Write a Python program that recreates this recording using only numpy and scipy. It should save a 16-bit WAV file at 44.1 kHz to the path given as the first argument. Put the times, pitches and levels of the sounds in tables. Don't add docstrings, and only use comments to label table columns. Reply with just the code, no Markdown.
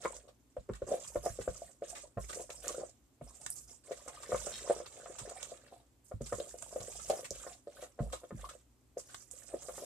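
import sys
import numpy as np
from scipy import signal
from scipy.fft import rfft, irfft, next_fast_len
from scipy.io import wavfile
from scipy.ndimage import uniform_filter1d

SR = 44100
rng = np.random.default_rng(int(sys.argv[2]) if len(sys.argv) > 2 else 0)


def to_wav(sig):
    pcm = np.clip(np.atleast_2d(sig), -1, 1) * 32767
    pcm = np.round(pcm).astype(np.int16)
    wavfile.write(sys.argv[1], SR, pcm.T)


N = 434365
TIME = np.arange(N) / SR
SWEEP_ATTACK_S, SWEEP_SWELL_DB, SWEEP_RELEASE_S = .006, 3, 0.033


def amp(db):
    return 10 ** (np.asarray(db) / 20)


def evened(x):
    return x / np.sqrt(np.mean(x ** 2) + 1e-20)


def steadied(x, size=2200):
    power = uniform_filter1d(uniform_filter1d(np.mean(evened(x) ** 2, 0), size), size // 2)
    return evened(x) / np.sqrt(abs(power) + 1e-3)


def read(points, hz):
    f, value = np.transpose(points)
    return np.interp(np.log(hz + 1), np.log(f + 1), value)


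def follow(rows, axis):
    rows = np.array(rows)
    return np.interp(TIME, rows[:, 0], rows[:, axis])


def add(mix, s, sound):
    part = mix[..., max(round(s * SR), 0):][..., :sound.shape[-1]]
    part += sound[..., :part.shape[-1]]


def ring(x, response):
    return signal.fftconvolve(np.atleast_2d(x), np.atleast_2d(response), axes=1)[:, :x.shape[-1]]


def colour(points, size=2048):
    log_gain = np.log(amp(read(points, abs(np.fft.fftfreq(size, 1 / SR)))))
    h = np.fft.ifft(np.exp(np.conj(signal.hilbert(log_gain)))).real[:size // 2]
    return h / np.linalg.norm(h)


def wander(hz):
    step_s = 1 / (hz * 2)
    return evened(np.interp(TIME / step_s, np.arange(2048), rng.standard_normal(2048)))


def grains(per_s, spread_db, scatter):
    size = amp(spread_db * np.minimum(rng.exponential(1, N), 4.5))
    clicks = size * (rng.random(N) < per_s / SR) * rng.choice([-1, 1], N)
    return evened(clicks * (1 + scatter * rng.standard_normal((2, N))))


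def strokes(rows, axis, attack_s, swell_db, release_s):
    power, t = np.zeros(N), TIME[:SR]
    for row in rows:
        start, length = row[:2]
        arch = np.sin(np.pi * np.minimum(t / length, 1)) - 1
        shape = (1 - np.exp(-t / attack_s)) * np.exp(-np.maximum(t - length, 0) / release_s)
        add(power, start, (amp(row[axis] + swell_db * arch) * shape) ** 2)
    return np.sqrt(power)


def settling(hits, settle_s):
    level = np.zeros(N)
    for s, db, *_ in hits:
        add(level, s, amp(db) * np.exp(-TIME[:SR] / settle_s))
    return level


# (pitch [Hz], level [dB], time to fade by 60 dB [s])
BOWL_MODES = [(284, -4.5, 0.046), (386, -8.5, 0.019), (480, 1.5, 0.021), (536.9, 9.5, 0.03),
              (610, 14, 0.027), (673.3, 3.5, 0.029), (771, -5.5, 0.0087), (896, -14, 0.018),
              (1058, -22, 0.054), (1295, -16, 0.025), (1405, -17, 0.035), (1680, -20, 0.011),
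              (1885, -22, 0.018), (2330, -19, 0.0093)]
BOWL_HZ = 544.3


def bowl(pitch_hz, hard_db, give=0.5, focus_db=14, detune=0.011, rise_turns=1.61,
         sag=0.16, sag_s=0.0031, place_db=4.0, size=4096):
    t = np.arange(size) / SR
    hz, db, t60 = np.transpose(BOWL_MODES)[:, :, None]
    bare = hz > 830
    upper_db = hard_db + place_db * rng.standard_normal(hz.shape)
    lower_db = -focus_db * abs(np.log2(hz / pitch_hz))
    db = db + np.where(bare, upper_db, lower_db)
    shift = np.where(bare, 1, (pitch_hz / BOWL_HZ) ** give)
    hz = hz * shift * (1 + detune * rng.standard_normal(hz.shape))
    turns = hz * np.cumsum(1 - sag * np.exp(-t / sag_s)) / SR
    onset = 1 - np.exp(-(turns / rise_turns) ** 2)
    return (amp(db - 60 * t / t60) * np.sin(2 * np.pi * turns) * onset).sum(0)


# (time [s], level [dB], contact pitch [Hz], hardness [dB], rebound delay [s],
# rebound level against the blow [dB])
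STRIKES = [(0.0484, -24.5, 427, 12.5, 0.0062, 4), (0.566, -31.5, 576, -5, 0.0038, -1.5),
           (0.6901, -31.5, 346, -6, 0.0052, 3), (0.8186, -27, 442, -12, 0.0035, -8.5),
           (0.8876, -32.5, 466, -29, 0.004, -12), (0.9165, -23.5, 586, -33, 0.0051, -2),
           (0.933, -33.5, 562, -10, 0.0069, 10), (1.1563, -20.5, 535, -9, 0.0035, -4.5),
           (1.2599, -19, 603, -13, 0.0068, -3), (1.3878, -27.5, 450, -21, 0.0079, -9),
           (1.4763, -23.0, 560, -2.5, 0.0033, -9), (1.8202, -29, 500, -12, 0.009, -4.5),
           (2.1721, -31.5, 604, 5.5, 0.0087, 3.5), (2.3589, -41, 405, -22, 0.011, -15),
           (2.3949, -39, 530, -29, 0.0044, 3), (2.4928, -40.5, 560, 8, 0.0103, -1),
           (2.6678, -35.5, 394, 9, 0.008, -14), (2.6914, -40, 504, 1, 0.012, 5.5),
           (2.7432, -37, 540, -11, 0.0036, -4), (2.768, -42, 480, -15, 0.0092, -4),
           (2.78, -29, 427, -20, 0.0125, -15), (2.7967, -38.5, 400, -3, 0.0116, 1),
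           (2.831, -35.5, 607, -9, 0.00346, 4), (3.2108, -39.5, 580, 5, 0.0032, -2),
           (3.9092, -29, 506, -13, 0.0074, 0.0), (4.0765, -39, 383, 9.5, 0.004, -1),
           (4.2915, -33, 410, -12, 0.0098, -17), (4.3187, -23.5, 565, 4.5, 0.0084, -6),
           (4.3439, -22.5, 546, 8, 0.0075, -7), (4.468, -28, 557, 1, 0.0051, -5),
           (4.675, -35.5, 547.0, 12, 0.0076, -8), (4.6974, -18, 549, -5.5, 0.0083, -1),
           (4.705, -22, 693, -17, 0.0033, 0.5), (4.7624, -32.5, 450, -3, 0.0049, -22),
           (4.8008, -30, 530, -1, 0.0087, -9), (5.0579, -36.5, 725, 7, 0.0056, -15),
           (5.31, -38.5, 620, 6.5, 0.0072, 4), (6.1122, -39.5, 590, 2, 0.0052, 6),
           (6.2079, -31, 447, -13, 0.0072, -15), (6.3231, -24, 494, 5.5, 0.0039, -1),
           (6.383, -34.5, 406, -19, 0.0037, -12), (6.4005, -26, 518, -34, 0.0035, -23),
           (6.541, -36.5, 560, -26, 0.0081, -18), (6.7252, -38.5, 590, -2, 0.0048, -1),
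           (6.7594, -26.5, 573, -14, 0.0035, -12), (6.881, -37.0, 475, -26, 0.0093, -21),
           (7.0983, -18, 650, -33, 0.005, 0.5), (7.1301, -28, 650, -19, 0.0048, -1),
           (7.3097, -32.5, 465, -28, 0.0091, -20), (7.4643, -36, 562.0, 10.5, 0.0091, -1.5),
           (7.671, -34.5, 498, -14, 0.0089, -5), (7.8247, -36.5, 586, 0, 0.008, -4),
           (7.9899, -30, 570, 3.5, 0.0085, 0), (8.1313, -33, 580, 7, 0.0039, -0.5),
           (8.233, -42, 514, 0, 0.0057, 3), (8.306, -36.5, 435, 5.5, 0.0072, -4),
           (8.9698, -28, 498, -22.5, 0.0074, -8.5), (9.5383, -29, 448, -17, 0.0032, 4),
           (9.6842, -34.5, 528, 7, 0.0076, 1.5), (9.7784, -35.5, 431.0, 8, 0.012, -21)]
# (frequency [Hz], level [dB])
SPLAT_COLOUR = [(300, -21.5), (800, -0.5), (1200, 2.5), (2000, -9), (3000, -22), (6000, -43)]


def knocks(gain_db=-0.5, chatter_db=-9, chatter_s=0.00702, splat_db=-17, splat_s=0.0035,
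           squeeze_db=-19, squeeze_s=0.0032, size=4096):
    out, t = np.zeros(N), np.arange(size) / SR
    lead = size // 2
    for s, db, hz, hard_db, rebound_s, rebound_db in STRIKES:
        blow = bowl(hz, hard_db)
        blow = amp(db + gain_db) * blow / abs(blow).max()
        splat = ring(rng.standard_normal(size) * t * np.exp(-t / splat_s), colour(SPLAT_COLOUR))[0]
        add(out, s, blow + amp(db + hard_db / 2 + splat_db) * splat / abs(splat).max())
        rebound = bowl(hz, hard_db)
        add(out, s + rebound_s, amp(db + gain_db + rebound_db) * rebound / abs(rebound).max())
        swell = np.exp(-abs(t - t[lead]) / squeeze_s) * (t < t[lead])
        squeeze = ring(rng.standard_normal(size) * swell, blow)[0]
        blow_size = np.linalg.norm(blow)
        add(out, s - t[lead], amp(squeeze_db) * squeeze * blow_size / np.linalg.norm(squeeze))
        chatter = ring(rng.standard_normal(size) * t ** 2 * np.exp(-t / chatter_s), blow)[0]
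        add(out, s - chatter_s, amp(chatter_db) * chatter * blow_size / np.linalg.norm(chatter))
    return out


# (start time [s], length [s], froth crackle level [dB],
# wet squelch level [dB], fine fizz level [dB])
SWEEPS_IN_BATTER = [(0.0, 0.16, -48, -55, -95), (0.71, 0.061, -65, -64, -90),
                    (0.865, 0.21, -50, -59, -69.5), (1.04, 0.15, -53, -63.5, -66),
                    (1.22, 0.14, -49, -61, -62.5), (1.39, 0.31, -52, -64.5, -66.5),
                    (1.83, 0.13, -57, -60.5, -87), (1.878, 0.032, -45, -59.5, -62),
                    (1.95, 0.1, -54, -62, -88), (2.19, 0.1, -54.5, -63, -71), (2.28, 0.14, -46, -58.5, -65),
                    (2.49, 0.11, -50, -63.5, -70), (2.62, 0.12, -48.5, -50, -60),
                    (2.72, 0.13, -51.5, -88, -93), (3.22, 0.18, -58, -66, -75),
                    (3.395, 0.074, -50.5, -64.5, -78), (3.48, 0.15, -52, -73, -60.5),
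                    (3.67, 0.061, -52, -66.5, -70), (3.835, 0.27, -58.5, -63, -78),
                    (4.05, 0.5, -57.5, -57.5, -73), (4.27, 0.31, -46, -54.5, -62),
                    (4.58, 0.21, -47.5, -54.5, -82.5), (4.83, 0.6, -55, -59.5, -93),
                    (5.17, 0.15, -73, -63, -91), (5.35, 0.19, -56.5, -58, -78), (5.54, 0.26, -73, -67, -83),
                    (6.04, 0.029, -59, -94, -65.5), (6.21, 0.32, -51, -63, -65.5),
                    (6.57, 0.55, -50, -61, -66.5), (6.86, 0.23, -49, -61.5, -69),
                    (7.04, 0.21, -50.5, -58, -64), (7.31, .22, -49.5, -56.5, -67.5),
                    (7.69, 0.094, -65, -66, -90), (7.745, 0.092, -63, -56.5, -65),
                    (7.81, 0.026, -53, -51.5, -67), (8.0, 0.26, -63, -65, -71),
                    (8.35, 0.19, -57, -58.5, -70), (8.974, 0.02, -48, -64, -61.5),
                    (9.05, 0.21, -58, -72, -70.5), (9.3, 0.14, -57.5, -64.5, -68),
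                    (9.465, 0.14, -56.5, -63, -76), (9.61, 0.52, -50, -57, -62)]


def sweeping(axis):
    return strokes(SWEEPS_IN_BATTER, axis, SWEEP_ATTACK_S, SWEEP_SWELL_DB, SWEEP_RELEASE_S)


# (start time [s], length [s], level [dB])
WALL_DRAGS = [(0.069, 0.13, -55.5), (0.229, 0.068, -55.5), (0.864, 0.12, -39), (1.236, 0.047, -38.5),
              (1.55, 0.023, -48), (1.846, 0.23, -61.5), (2.301, 0.16, -53.5), (2.761, 0.12, -52.5),
              (3.88, 0.021, -47), (4.293, 0.049, -46), (4.636, 0.041, -46.5), (4.928, 0.22, -55),
              (5.182, 0.2, -54), (5.492, 0.058, -49.5), (5.71, 0.03, -49), (6.415, 0.064, -51),
              (6.72, 0.14, -51.5), (7.134, 0.087, -52.5), (7.476, 0.02, -47), (7.976, 0.093, -48.5),
              (9.493, 0.078, -52.5), (9.817, 0.029, -41.5)]


def rub(clump_db=5, lump_db=3, hard_db=-7, octaves=0.58, sag=0.24, climb_db=6, graze_db=-3):
    ends = [point for s, length, _ in WALL_DRAGS for point in ((s, -1), (s + length, 1))]
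    progress = follow(ends, axis=1)
    slips = 0
    for k in np.linspace(-1, 1, 4):
        strength = amp(clump_db * wander(hz=14) + climb_db * k * progress)
        gulp = bowl(BOWL_HZ * 2 ** (octaves * k), hard_db, focus_db=27.0, sag=sag, sag_s=0.0044)
        slips = slips + ring(grains(per_s=65, spread_db=2, scatter=0.29) * strength, gulp)
    drags = strokes(WALL_DRAGS, axis=2, attack_s=0.0074, swell_db=9, release_s=0.021)
    pressure = np.hypot(drags, amp(graze_db) * sweeping(axis=3))
    return evened(steadied(slips) * amp(lump_db * wander(hz=21.75))) * pressure


# (start time [s], length [s], level [dB])
EDGE_RASPS = [(4.518, 0.038, -45)]
# (pitch [Hz], level [dB], time to fade by 60 dB [s])
BARE_WALL_MODES = [(2650, -11, .008), (3230, -6.5, 0.041), (3795, 1.5, 0.031), (4230, -1, 0.025),
                   (5400, 4.5, 0.0088)]


def rasp(slips_hz=325, jitter=0.44, uneven_db=7.5, size=2048):
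    t = np.arange(size) / SR
    slip_count = np.floor(np.cumsum(slips_hz * (1 + jitter * wander(hz=89.3))) / SR)
    slips = np.diff(slip_count, prepend=0)
    wall = sum(amp(db - 60 * t / t60) * np.sin(2 * np.pi * hz * t) for hz, db, t60 in BARE_WALL_MODES)
    voice = evened(ring(slips * amp(uneven_db * rng.standard_normal((2, N))), wall))
    return voice * strokes(EDGE_RASPS, axis=2, attack_s=SWEEP_ATTACK_S, swell_db=SWEEP_SWELL_DB,
                           release_s=SWEEP_RELEASE_S)


def bubbles(lo_hz, hi_hz, turns, spread_db, scatter, clumps_per_s=110, clump_s=.009, spread=0.097,
            glide=0.17, lag_s=.00008, count=18, size=200):
    clumps = int(clumps_per_s * N / SR)
    when, pitch, side = rng.random((clumps, 3)).T[:, :, None]
    at = (when * N + rng.exponential(clump_s * SR, (clumps, count))).astype(int).reshape(-1, 1)
    hz = lo_hz * (hi_hz / lo_hz) ** pitch * np.exp(spread * rng.standard_normal((clumps, count)))
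    phase = np.minimum(hz, SR / 3).reshape(-1, 1) * np.arange(size) / SR
    height = amp(spread_db * np.minimum(rng.exponential(1, at.shape), 4)) * hz.reshape(-1, 1)
    rising = phase * (1 + glide * phase / (phase + turns * 2))
    ping = height * np.exp(-phase / turns) * np.sin(2 * np.pi * rising)
    pan = scatter * np.repeat(2 * side - 1, count, axis=0)
    index = at + np.arange(size)
    late = index + np.abs(lag_s * SR * (1 - pan)).astype(int)
    left = np.bincount(late.ravel(), (ping * (1 + pan)).ravel(), N)[:N]
    right = np.bincount(index.ravel(), (ping * (1 - pan)).ravel(), N)[:N]
    return np.array([left, right])


# (frequency [Hz], level [dB])
FROTH_COLOUR = [(1500, -21), (3500, -16), (4800, 0.5), (6200, 3), (7500, 9), (8500, 6), (10000, -8.5),
                (12000, -19), (14500, -27)]
# (frequency [Hz], level [dB])
SQUELCH_COLOUR = [(400, -6.5), (900, -7), (1200, -2), (1700, -8.5), (2700, -8), (3800, -4.5), (5500, -7.5),
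                  (10000, -21.5)]
# (time [s], left-over-right level [dB])
SIDES = [(0.0, -11), (0.08, -8.5), (4.66, -10), (5.37, -13), (5.82, -10), (6.8, -9), (9.03, -7.5),
         (9.46, -16.5), (9.85, -6.5)]


def batter(froth_db=-4.5, squelch_db=-6.5, grit_db=-5, sticky_db=-2, froth_lump_db=2.1, squelch_lump_db=1.5,
           jolt_froth_db=-39.5, jolt_squelch_db=-33.5, jolt_s=0.055,
           rest_froth_db=-80.5, rest_squelch_db=-90, shift_db=3):
    snaps = grains(per_s=1000, spread_db=-5.0, scatter=1.0) * amp(5.7 * wander(hz=44.94))
    snaps = steadied(snaps, size=6600)
    small = bubbles(lo_hz=5070, hi_hz=13920, turns=12.0, spread_db=-4.0, scatter=0.62, clumps_per_s=180)
    large = bubbles(lo_hz=802, hi_hz=4650, turns=3.3, spread_db=2.5, scatter=0.68,
                    clumps_per_s=130, spread=.22)
    froth = steadied(ring(small, colour(FROTH_COLOUR)), size=1200)
    squelch = steadied(ring(large, colour(SQUELCH_COLOUR)), size=1200)
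    froth = evened(froth + amp(grit_db) * ring(snaps, colour(FROTH_COLOUR)))
    squelch = evened(squelch + amp(sticky_db) * ring(snaps, colour(SQUELCH_COLOUR)))
    sides = amp((follow(SIDES, axis=1) + shift_db) * [[.5], [-.5]])
    jolt, lumps = settling(STRIKES, jolt_s), wander(hz=20)
    froth_level = np.hypot(sweeping(axis=2), amp(jolt_froth_db) * jolt) + amp(rest_froth_db)
    squelch_level = np.hypot(sweeping(axis=3), amp(jolt_squelch_db) * jolt) + amp(rest_squelch_db)
    return (froth * sides * froth_level * amp(froth_db + froth_lump_db * lumps)
            + squelch * squelch_level * amp(squelch_db + squelch_lump_db * lumps))


def strands(gain_db=-9):
    crackle = bubbles(lo_hz=1512, hi_hz=4670, turns=3.4, spread_db=2.5, scatter=0.35, clumps_per_s=26,
                      clump_s=.004, spread=.4, count=12)
    return amp(gain_db) * evened(crackle) * sweeping(axis=3)


# (frequency [Hz], level [dB])
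FIZZ_COLOUR = [(6000, -19.5), (9000, 1.5), (10500, 3), (12500, -4), (14500, -11.5)]


def fizz(gain_db=-1, lump_db=2):
    fine = ring(grains(per_s=3700, spread_db=4.5, scatter=1.0), colour(FIZZ_COLOUR))
    sides = amp(follow(SIDES, axis=1) * [[.5], [-.5]])
    return evened(fine) * sides * sweeping(axis=4) * amp(gain_db + lump_db * wander(hz=5.2))


# (time [s], level [dB], cavity pitch [Hz], treble [dB],
# fade time [s], at least 0.002 when played)
TEARS = [(0.035, -43.5, 1250, -10, 0.014), (0.279, -59, 1120, -13, 0.014),
         (0.734, -46.5, 1770, -10, 0.0021), (0.749, -50.5, 1300, -2, 0.0071), (1.041, -52, 3000, 6, 0.0098),
         (1.074, -59.5, 2500, 19, 0.0075), (1.407, -47.5, 1810, -2, 0.015), (1.949, -46, 2040, -4, 0.02),
         (2.29, -43.5, 1450, -15, 0.014), (2.327, -42, 2000, -5, 0.0055), (2.502, -39.5, 2180, -7, 0.003),
         (2.687, -39.5, 1160, -13, 0.0054), (2.894, -69, 4570, 21.5, 0.0017),
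         (3.462, -35, 1710, 3.5, 0.0013), (3.914, -47, 1940, -4, 0.011), (4.077, -50.5, 1120, 9.5, 0.0091),
         (4.23, -43.5, 1080, 0.5, 0.0039), (4.46, -47.5, 1160, 8.5, 0.0073),
         (4.859, -43.5, 1070, -32, 0.0055), (5.184, -43.5, 950, 3.5, 0.013),
         (5.427, -37.5, 3240, -29, 0.0019), (6.259, -48, 5100, 5, 0.0097), (6.399, -40, 3750, -16, 0.0015),
         (6.622, -44, 1350, 2, 0.0018), (6.801, -47.5, 800, -5, 0.0073), (6.992, -49, 1250, -10, 0.011),
         (7.096, -37.5, 910, -39, 0.0097), (7.244, -42.5, 2150, -1, 0.011), (8.123, -39, 1040, -4, 0.017),
         (8.445, -50, 1180, -18, 0.0093), (8.488, -48, 1460, -2, 0.011), (9.085, -56.5, 1530, -10, 0.044),
         (9.144, -37.5, 1730, -8, 0.0016)]


def smacks(gain_db=-4, treble_db=-1, cavity_db=9, octaves=0.29, right_db=6, rise_s=0.0054, size=6000):
    out, t = np.zeros((2, N)), np.arange(size) / SR
    axis_hz = np.geomspace(100, 16000, 140)
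    for s, db, hz, bright_db, fade_s in TEARS:
        burst = (1 - np.exp(-t / rise_s)) * np.exp(-t / max(fade_s, .002))
        uneven = rng.standard_normal(size) + 3.4 * rng.standard_normal((2, size))
        rips = rng.standard_normal(size) * uneven * burst
        away = np.log2(axis_hz / hz) / octaves
        pocket = read(SQUELCH_COLOUR, axis_hz) + cavity_db * np.exp(-away ** 2)
        low = evened(ring(rips, colour(np.transpose([axis_hz, pocket]))))
        high_db = bright_db + treble_db + right_db * np.array([[-.5], [.5]])
        high = evened(ring(rips, colour(FROTH_COLOUR))) * amp(high_db)
        add(out, s, amp(db + gain_db) * (low + high) * np.sqrt(np.mean(burst ** 2)) / burst.max())
    return out


def off_the_wall(x, echo=0.49, delay_s=.0026, sway_s=0.0002474):
    return np.array([side + echo * np.interp(TIME - delay_s - sway_s * wander(hz=3), TIME, side)
                     for side in x])


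def slurps(gain_db=-9, per_s=17, lo_hz=480, hi_hz=1900, length_s=0.0073, climb_per_s=14, width=.22,
           spread_db=4, size=2600):
    out, t = np.zeros(N), np.arange(size) / SR
    for k, (when, pitch, long) in enumerate(rng.random((int(per_s * N / SR), 3))):
        hz = lo_hz * (hi_hz / lo_hz) ** pitch
        decay_s = length_s * (.5 + long)
        rips = rng.standard_normal(size) ** 3 * t * np.exp(-2 * t / decay_s)
        turn = np.exp(2j * np.pi * np.cumsum(hz * (1 + climb_per_s * t)) / SR)
        r = np.exp(-np.pi * width * hz / SR)
        cavity = (turn * signal.lfilter([1], np.poly([r, r]), rips / turn)).real
        add(out, (k + when) / per_s, evened(cavity) * amp(spread_db * rng.uniform(-1, 1)))
    return amp(gain_db) * evened(out) * sweeping(axis=3)


# (time [s], level [dB], middle pitch of the glide [Hz])
AIR_POCKETS = [(1.619, -35.5, 630), (2.057, -52, 600), (2.371, -37, 510), (4.172, -47.5, 1170),
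               (5.097, -43.5, 380), (5.275, -41, 420), (5.364, -43, 725), (6.628, -46, 620),
               (7.231, -43.5, 520), (8.442, -36.5, 1100), (8.49, -46, 1310), (9.334, -52.5, 487)]


def plops(decay_s=0.0046, rise_s=0.002, glide=0.14, size=3000):
    out, t = np.zeros(N), np.arange(size) / SR
    for s, db, hz in AIR_POCKETS:
        turns = np.cumsum(hz * (1 + glide * (.5 - np.exp(-t / decay_s)))) / SR
        ping = np.sin(2 * np.pi * turns) * (1 - np.exp(-t / rise_s)) * np.exp(-t / decay_s)
        add(out, s, amp(db) * ping / abs(ping).max())
    return out


# (time [s], level [dB], middle pitch of the glide [Hz], left-over-right level [dB])
SINGLE_BUBBLES = [(2.681, -27.5, 7060, -7), (3.5032, -29, 9240, -5), (5.43, -37, 7100, -14.5),
                  (6.625, -40.5, 7900, -10), (6.831, -41.5, 6760, -5), (7.1, -34, 7800, -5),
                  (7.307, -31.5, 6370, -3), (9.313, -39, 7700, -9), (9.3173, -46, 8240, -7)]


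def pops(gain_db=10, decay_s=0.00012, glide=0.033, snap=0.28, snap_s=0.0001, film_share=0.67, size=300):
    out, t = np.zeros((2, N)), np.arange(size) / SR
    for s, db, hz, pan_db in SINGLE_BUBBLES:
        turns = np.cumsum(hz * (1 + glide * (.5 - np.exp(-t / decay_s)))) / SR
        ping = np.sin(2 * np.pi * turns) * np.exp(-t / decay_s) * (1 - np.exp(-(turns / 2) ** 2))
        film = rng.standard_normal(size) * np.exp(-t / snap_s)
        burst = ping / abs(ping).max() + snap * film / abs(film).max()
        low_cut = signal.butter(4, min(film_share * hz, SR / 4), "highpass", fs=SR, output="sos")
        sides = amp(db + gain_db + pan_db * np.array([[.5], [-.5]]))
        add(out, s, sides * signal.sosfilt(low_cut, burst))
    return out


# (time [s], level [dB], base pitch [Hz])
TABLE_BUMPS = [(0.582, -41, 66), (0.7, -38, 111), (0.825, -41, 59), (1.164, -38, 54), (1.301, -38, 57.5),
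               (1.399, -43.5, 107), (1.481, -36, 62), (1.494, -58, 127), (2.169, -35, 111),
               (3.217, -42.5, 136.4), (4.33, -38.5, 112), (5.215, -45.5, 116), (6.14, -34, 93),
               (6.211, -34, 129), (6.332, -39, 109), (6.802, -44, 109), (7.31, -44.5, 76),
               (8.005, -26, 128), (8.321, -41, 187), (8.347, -36, 121)]
# (factor on the base pitch, level [dB], time to fade by 60 dB [s])
TABLE_MODES = [(.56, -9.5, 0.11), (1.04, 2, 0.059), (1.75, -11, 0.13)]


def thumps(gain_db=2, rise_s=0.0024, size=8192):
    out, t = np.zeros(N), np.arange(size) / SR
    for s, db, hz in TABLE_BUMPS:
        body = sum(amp(level - 60 * t / t60) * np.sin(2 * np.pi * hz * k * t) for k, level, t60 in TABLE_MODES)
        body = body * (1 - np.exp(-t / rise_s))
        add(out, s, amp(db + gain_db) * body / abs(body).max())
    return out


# (frequency [Hz], level [dB])
RUMBLE_COLOUR = [(15, -36.5), (30, -33), (55, 10), (75, -4.5), (95, -10.5), (130, -4.5), (200, -7),
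                 (400, -46), (1000, -84.5)]


def handling(stir_db=-14.5, rock_db=-10, rock_s=0.034):
    level = np.hypot(amp(stir_db) * sweeping(axis=2), amp(rock_db) * settling(TABLE_BUMPS, rock_s))
    return ring(rng.standard_normal(N) * level, colour(RUMBLE_COLOUR, size=8192))


# (frequency [Hz], time to fade by 60 dB [s])
ROOM_DECAY = [(100, 0.14), (600, 0.083), (2000, 0.15), (7000, 0.14), (14000, 0.19)]


def room(x, wet_db, echo=.3, left_s=0.0075, right_s=0.0025, size=22050):
    hz, t, z = signal.stft(rng.standard_normal((2, size)), SR, nperseg=256)
    fading = z * amp(-60 * t / read(ROOM_DECAY, hz)[:, None])
    tail = signal.istft(fading, SR, nperseg=256)[1]
    tail[:, :SR // 400] = 0
    response = amp(wet_db) * tail / np.linalg.norm(tail[0])
    response[:, 0] += 1
    response[[0, 1], [round(left_s * SR), round(right_s * SR)]] += echo
    return ring(x, response)


# (frequency [Hz], level [dB])
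AIR_COLOUR = [(20, -27), (55, 5.5), (85, -1.5), (125, -3), (180, -12), (260, 0), (450, -12), (1600, -22.5),
              (4000, -26), (7800, -25.5), (11000, -28), (14500, -29)]
# (frequency [Hz], likeness [0-1])
LIKENESS = [(60, 0.8), (500, 0.73), (1500, 0.099), (5000, 0.17), (14000, 0.14)]
# (pitch [Hz], level [dB])
HUM_TONES = [(59.5, -75), (120, -77.5), (14000, -100.5)]


def kitchen(air_db=-70, waver_db=2.5):
    size = next_fast_len(N, True)
    hz = np.fft.rfftfreq(size, 1 / SR)
    a, b = rfft(rng.standard_normal((2, size)))
    same = np.clip(read(LIKENESS, hz), -1, 1)
    left_right = np.array([a, same * a + np.sqrt(1 - same ** 2) * b])
    air = irfft(left_right * amp(read(AIR_COLOUR, hz)), size)[:, :N]
    hum = 0
    for pitch_hz, db in HUM_TONES:
        tone = evened(np.sin(2 * np.pi * (pitch_hz * TIME + rng.random())))
        hum = hum + amp(db + waver_db * wander(hz=12.0)) * tone
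    return amp(air_db) * evened(air) + hum


def scene():
    wall = room(knocks() + rub() + plops() + slurps(), wet_db=-3.5, echo=0.31,
                left_s=0.005805, right_s=0.005465)
    wet_batter = off_the_wall(batter() + strands() + fizz() + smacks())
    wet = room(wet_batter + rasp(), wet_db=-6, echo=0.16)
    table = room(thumps() + handling(), wet_db=-8, echo=0.058) * amp([[-1], [1]])
    return wall + wet + room(pops(), wet_db=-2.0, echo=0.4) + table + kitchen()


def record(dry, low_hz=42, edge_hz=14520):
    low_cut = signal.butter(3, low_hz, "highpass", fs=SR, output="sos")
    thinned = signal.sosfilt(low_cut, dry)
    band_limit = signal.firwin(301, edge_hz, window=("kaiser", 7), fs=SR)
    return signal.oaconvolve(thinned, band_limit[None], "same")


dry = scene()
out = record(dry)
to_wav(out)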